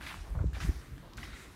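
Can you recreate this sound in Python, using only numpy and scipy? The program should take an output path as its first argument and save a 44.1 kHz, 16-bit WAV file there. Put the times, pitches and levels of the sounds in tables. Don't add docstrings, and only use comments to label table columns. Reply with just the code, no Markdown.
import sys
import numpy as np
from scipy import signal
from scipy.fft import rfft, irfft
from scipy.io import wavfile
from scipy.ndimage import uniform_filter1d

SR = 44100
rng = np.random.default_rng(int(sys.argv[2]) if len(sys.argv) > 2 else 0)


def volts_from_decibels(level):
    exponent = np.asarray(level, float) / 20
    return 10 ** exponent


def transcribe(signal):
    frames = np.atleast_2d(signal).T
    limited = np.clip(frames, -1, 1)
    pcm = np.round(limited * 32767).astype(np.int16)
    wavfile.write(sys.argv[1], SR, pcm)


N = 68355


def level(x, db):
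    return x * volts_from_decibels(db) / np.sqrt(np.mean(x ** 2))


def band(x, hz, width):
    return signal.lfilter(*signal.iirpeak(hz, hz / width, SR), x)


def walk(rate):
    hold = int(SR / rate)
    steps = np.repeat(rng.standard_normal(N // hold + 1), hold)
    return 1.05 * uniform_filter1d(uniform_filter1d(steps, hold), hold)[:N]


def coloured(points, lo_hz, top_hz, flicker_db, rate):
    f = np.fft.rfftfreq(N, 1 / SR) + 1
    hz_points, db_points = np.array(points).T
    shape = volts_from_decibels(np.interp(np.log(f), np.log(hz_points), db_points, left=-60))
    out = 0
    for hz in np.exp(np.arange(np.log(lo_hz), np.log(top_hz), np.log(2) / 2)):
        part = np.cos(np.pi * np.clip(np.log2(f / hz), -0.5, 0.5))
        noise = irfft(rfft(rng.standard_normal(N)) * shape * part, N)
        out = out + noise * volts_from_decibels(flicker_db * walk(rate))
    return level(out, 0)


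def swell(t, start, rise, hold, fade_db_s):
    fading = np.clip(t - start - rise - hold, 0, 9)
    return np.clip((t - start) / rise, 0, 1) * volts_from_decibels(-fade_db_s * fading)


def power_sum(swells):
    return np.sqrt(sum(s ** 2 for s in swells))


def crinkle(body):
    clicks_per_s, spread_db = 6000, 3.2
    out = 0
    for hz, width, db in body:
        hit = rng.random(N) < clicks_per_s / len(body) / SR
        size = volts_from_decibels(spread_db * np.clip(rng.exponential(size=N), 0, 4))
        clicks = hit * size * np.sign(rng.standard_normal(N))
        ringing = band(band(clicks, hz, width * 1.14), hz, width * 1.14)
        out = out + level(ringing, db)
    return level(out * volts_from_decibels(1.2 * walk(150)), 0)


# (start [s], rise [s])
RUSTLE_ONSETS = [(.004, .01), (.06, .006), (.141, .003), (.532, .016), (.6, .004), (.808, .006),
                 (1.169, .01), (1.227, .004), (1.325, .015)]
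# (hiss level [dB], crinkle level [dB], hold [s])
RUSTLE_STRENGTHS = [(-51.5, -49, 0.027), (-53, -44.5, 0.038), (-79, -55, 0.0071), (-56.5, -49.5, 0.0097),
                    (-48, -46, 0.024), (-80, -60.5, 0.0085), (-55, -50, 0.0077), (-57.5, -51.5, 0.0073),
                    (-58.5, -61, 0.063)]
# (frequency [Hz], width [Hz], level [dB])
SHEET_BODY = [(1040, 990, -8), (1500, 1050, -2), (2050, 1200, -4.5), (2550, 1640, -4.5), (3530, 1450, -11)]


def crinkles(t):
    rustles = np.hstack([RUSTLE_ONSETS, RUSTLE_STRENGTHS])
    busy = power_sum(volts_from_decibels(db) * swell(t, start, rise, hold, 275) for start, rise, _, db, hold in rustles)
    return busy * crinkle(SHEET_BODY)


# (frequency [Hz], density [dB per Hz])
HISS_COLOUR = [(410, -10), (700, 0), (931, -10.5), (1360, -3.5), (1920, -1), (3070, -7.5), (3730, -7),
               (8990, -13), (15500, -23)]


def sliding_hiss(t):
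    lag, jump, fade_db_s = 3.57, 0.69, 73.5
    swells = []
    for start, rise, db, _, hold in np.hstack([RUSTLE_ONSETS, RUSTLE_STRENGTHS]):
        slow = swell(t, start, rise * lag, hold, fade_db_s)
        instant = swell(t, start, 0.00069, rise * lag + hold, fade_db_s)
        swells.append(volts_from_decibels(db) * slow ** (1 - jump) * instant ** jump)
    return power_sum(swells) * coloured(HISS_COLOUR, 685, 16000, 3.0, 30.34)


# (start [s], rise [s], level [dB], hold [s])
FLAP_EVENTS = [
    (0.108, 0.0031, -59, 0.0077),
    (0.228, 0.02, -59, 0.061),
    (0.346, 0.0059, -50, 0.0086),
    (0.385, 0.0023, -50, 0.0093),
    (0.557, 0.0049, -57.5, 0.0047),
    (.95, 0.0067, -67, 0.019),
    (1.027, 0.0031, -56.5, 0.037),
    (1.115, 0.016, -62, 0.024),
]
# (frequency [Hz], width [Hz], level [dB])
FLAP_BODY = [(590, 290, 4), (1020, 460, 3), (1400, 590, -12)]


def flaps(t):
    loose = power_sum(volts_from_decibels(db) * swell(t, start, rise, hold, 260) for start, rise, db, hold in FLAP_EVENTS)
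    return loose * crinkle(FLAP_BODY)


# (frequency [Hz], width [Hz], level [dB])
FOLD_TONES = [(2000, 280, -5), (3800, 380, -8.5), (1400, 300, -8)]


def dragged_fold(t):
    drag = 0
    for hz, width, db in FOLD_TONES:
        friction = rng.standard_normal(N) * volts_from_decibels(2.3 * walk(90))
        drag = drag + level(band(friction, hz, width), db)
    return drag * volts_from_decibels(-53) * swell(t, 1.17, 0.072, 0.11, 59)


# (time [s], peak level [dB], pitch [Hz], ring t60 [s])
CREASES = [(0.011, -19.5, 1580, 0.004), (.064, -30.5, 2400, 0.021), (.088, -30, 2320, 0.0043),
           (.113, -30.5, 1035, 0.02), (.1425, -19.5, 1200, 0.0057), (.39, -34.5, 1400, 0.024),
           (0.469, -47, 4000, 0.013), (0.532, -32, 1640, 0.0084), (.55, -39, 2350, 0.031),
           (.568, -33, 754, 0.022), (0.602, -32, 1290, 0.029), (.607, -28.5, 1500, .015),
           (0.612, -34, 1870, 0.017), (.98, -29.5, 1500, 0.0036), (1.031, -59, 900, 0.017),
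           (1.182, -30, 1547, 0.025), (1.23, -28, 1980, 0.026), (1.333, -33.5, 1400, 0.012),
           (1.341, -35, 1400, 0.0089)]


def snaps(t):
    rise_s = 0.0004
    out = np.zeros(N)
    for start, db, hz, t60 in CREASES:
        above, below = 1.4 + 0.23 * rng.random(), 0.7 + 0.18 * rng.random()
        u = np.clip(t - start, 0, 1)
        phase = 2 * np.pi * hz * u
        ring = np.sin(phase) + 0.3 * np.sin(above * phase) + 0.26 * np.sin(below * phase)
        out += volts_from_decibels(db) * 0.55 * ring * (1 - np.exp(-u / rise_s)) * np.exp(-np.log(1000) * u / t60)
    return out


# (time [s], peak level [dB], centre [Hz])
TICK_EVENTS = [
    (.064, -42, 3500),
    (.303, -56, 9000),
    (.534, -55, 9000),
    (.601, -50, 5000),
    (.815, -50, 2300),
    (.98, -45, 2200),
    (1.135, -47, 4000),
    (1.171, -45, 4500),
    (1.176, -47, 6000),
]


def ticks(t):
    decay_s = 0.0012
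    out = np.zeros(N)
    for start, db, hz in TICK_EVENTS:
        decay = (t > start) * np.exp(-np.clip(t - start, 0, 1) / decay_s)
        burst = 2 * volts_from_decibels(db) * decay * rng.standard_normal(N)
        out += band(band(burst, hz, hz), hz, hz * 1.5)
    return out


def house_echo(near, t):
    t60_s, gap_s, echo_db = 0.079, 0.003, -19
    u = t[:SR // 4]
    tail = rng.standard_normal(len(u)) * np.exp(-np.log(1000) * u / t60_s) * (u > gap_s)
    echo = level(tail, echo_db) / np.sqrt(len(u))
    return signal.fftconvolve(near, echo)[:N]


# (time [s], level [dB])
GUST_LEVELS = [(0.0, -48), (0.224, -48.5), (0.24, -50), (0.4, -36), (0.492, -38.5), (0.512, -50),
               (0.616, -38), (0.702, -28), (0.724, -45.5), (0.866, -51.5), (0.922, -44), (1.144, -55.5),
               (1.178, -43), (1.55, -58)]
# (frequency [Hz], level [dB])
RUMBLE_COLOUR = [(30, -5.5), (45, -4.5), (62, -5), (90, -8.5), (140, -9.5), (210, -24.5), (320, -25),
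                 (500, -40.5)]


def wind_rumble(t):
    times, levels = np.array(GUST_LEVELS).T
    gust_db = np.minimum(np.interp(t, times, levels) - 1, -37)
    return coloured(RUMBLE_COLOUR, 24.73, 600, 5, 22.08) * volts_from_decibels(gust_db)


# (time [s], peak level [dB], ring [Hz], length [s], push 1 or suck -1)
EDDY_EVENTS = [(0.049, -44.5, 68.5, 0.027, 1), (0.182, -39, 77.5, 0.016, 1), (0.213, -35, 51, .025, -1),
               (0.322, -28, 54.4, .02, 1), (0.358, -31.5, 132, 0.0081, -1), (0.377, -23.5, 63, 0.0091, 1),
               (.411, -20, 84.5, .011, 1), (.449, -28.5, 127, 0.009, 1), (0.443, -26, 305, 0.0017, 1),
               (0.461, -24.5, 112, 0.0072, 1), (0.478, -24.5, 59.4, 0.031, 1), (.497, -35, 130, 0.003, 1),
               (0.54, -33, 62, .022, 1), (0.574, -33.5, 63, .02, 1), (0.615, -35.5, 60, .018, 1),
               (.6515, -26.5, 155, 0.0095, -1), (0.694, -18, 67, 0.015, -1), (.693, -25, 201, 0.0027, 1),
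               (0.663, -29.5, 55.3, 0.031, 1), (0.767, -34, 61.6, 0.034, -1), (0.936, -38, 67.6, 0.01, 1),
               (1.182, -37.5, 59, 0.019, -1), (1.242, -39.5, 64.5, 0.011, -1),
               (1.335, -38.5, 59.4, 0.019, -1)]


def wind_eddies(t):
    out = np.zeros(N)
    for centre, db, hz, length, way in EDDY_EVENTS:
        puff = np.exp(-2 * ((t - centre) / length) ** 2)
        out += np.sign(way) * volts_from_decibels(db) * puff * np.cos(2 * np.pi * hz * (t - centre))
    return out


# (frequency [Hz], density [dB per Hz])
AIR_COLOUR = [(88, -55), (150, -4.5), (179, -4), (381, -7.5), (656, -17), (1110, -15.5), (2980, -25),
              (11800, -35.5), (15500, -40)]


def outdoor_air():
    return volts_from_decibels(-56) * coloured(AIR_COLOUR, 157.3, 16000, 3.3, 11.53)


def scene():
    t = np.arange(N) / SR
    rustling = crinkles(t) + sliding_hiss(t) + flaps(t) + dragged_fold(t)
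    near = rustling + snaps(t) + ticks(t)
    wind = wind_rumble(t) + wind_eddies(t)
    mix = near + house_echo(near, t) + wind + outdoor_air()
    return mix[None]


def band_limit(x):
    return signal.sosfilt(signal.butter(12, 15700, fs=SR, output="sos"), x)


def record(dry):
    bass_cut = signal.butter(2, 25, "high", fs=SR, output="sos")
    top_cut = signal.ellip(10, 0.3, 70, 15770, fs=SR, output="sos")
    x = signal.sosfilt(top_cut, signal.sosfilt(bass_cut, dry))
    return band_limit(x)


dry = scene()
out = record(dry)
transcribe(out)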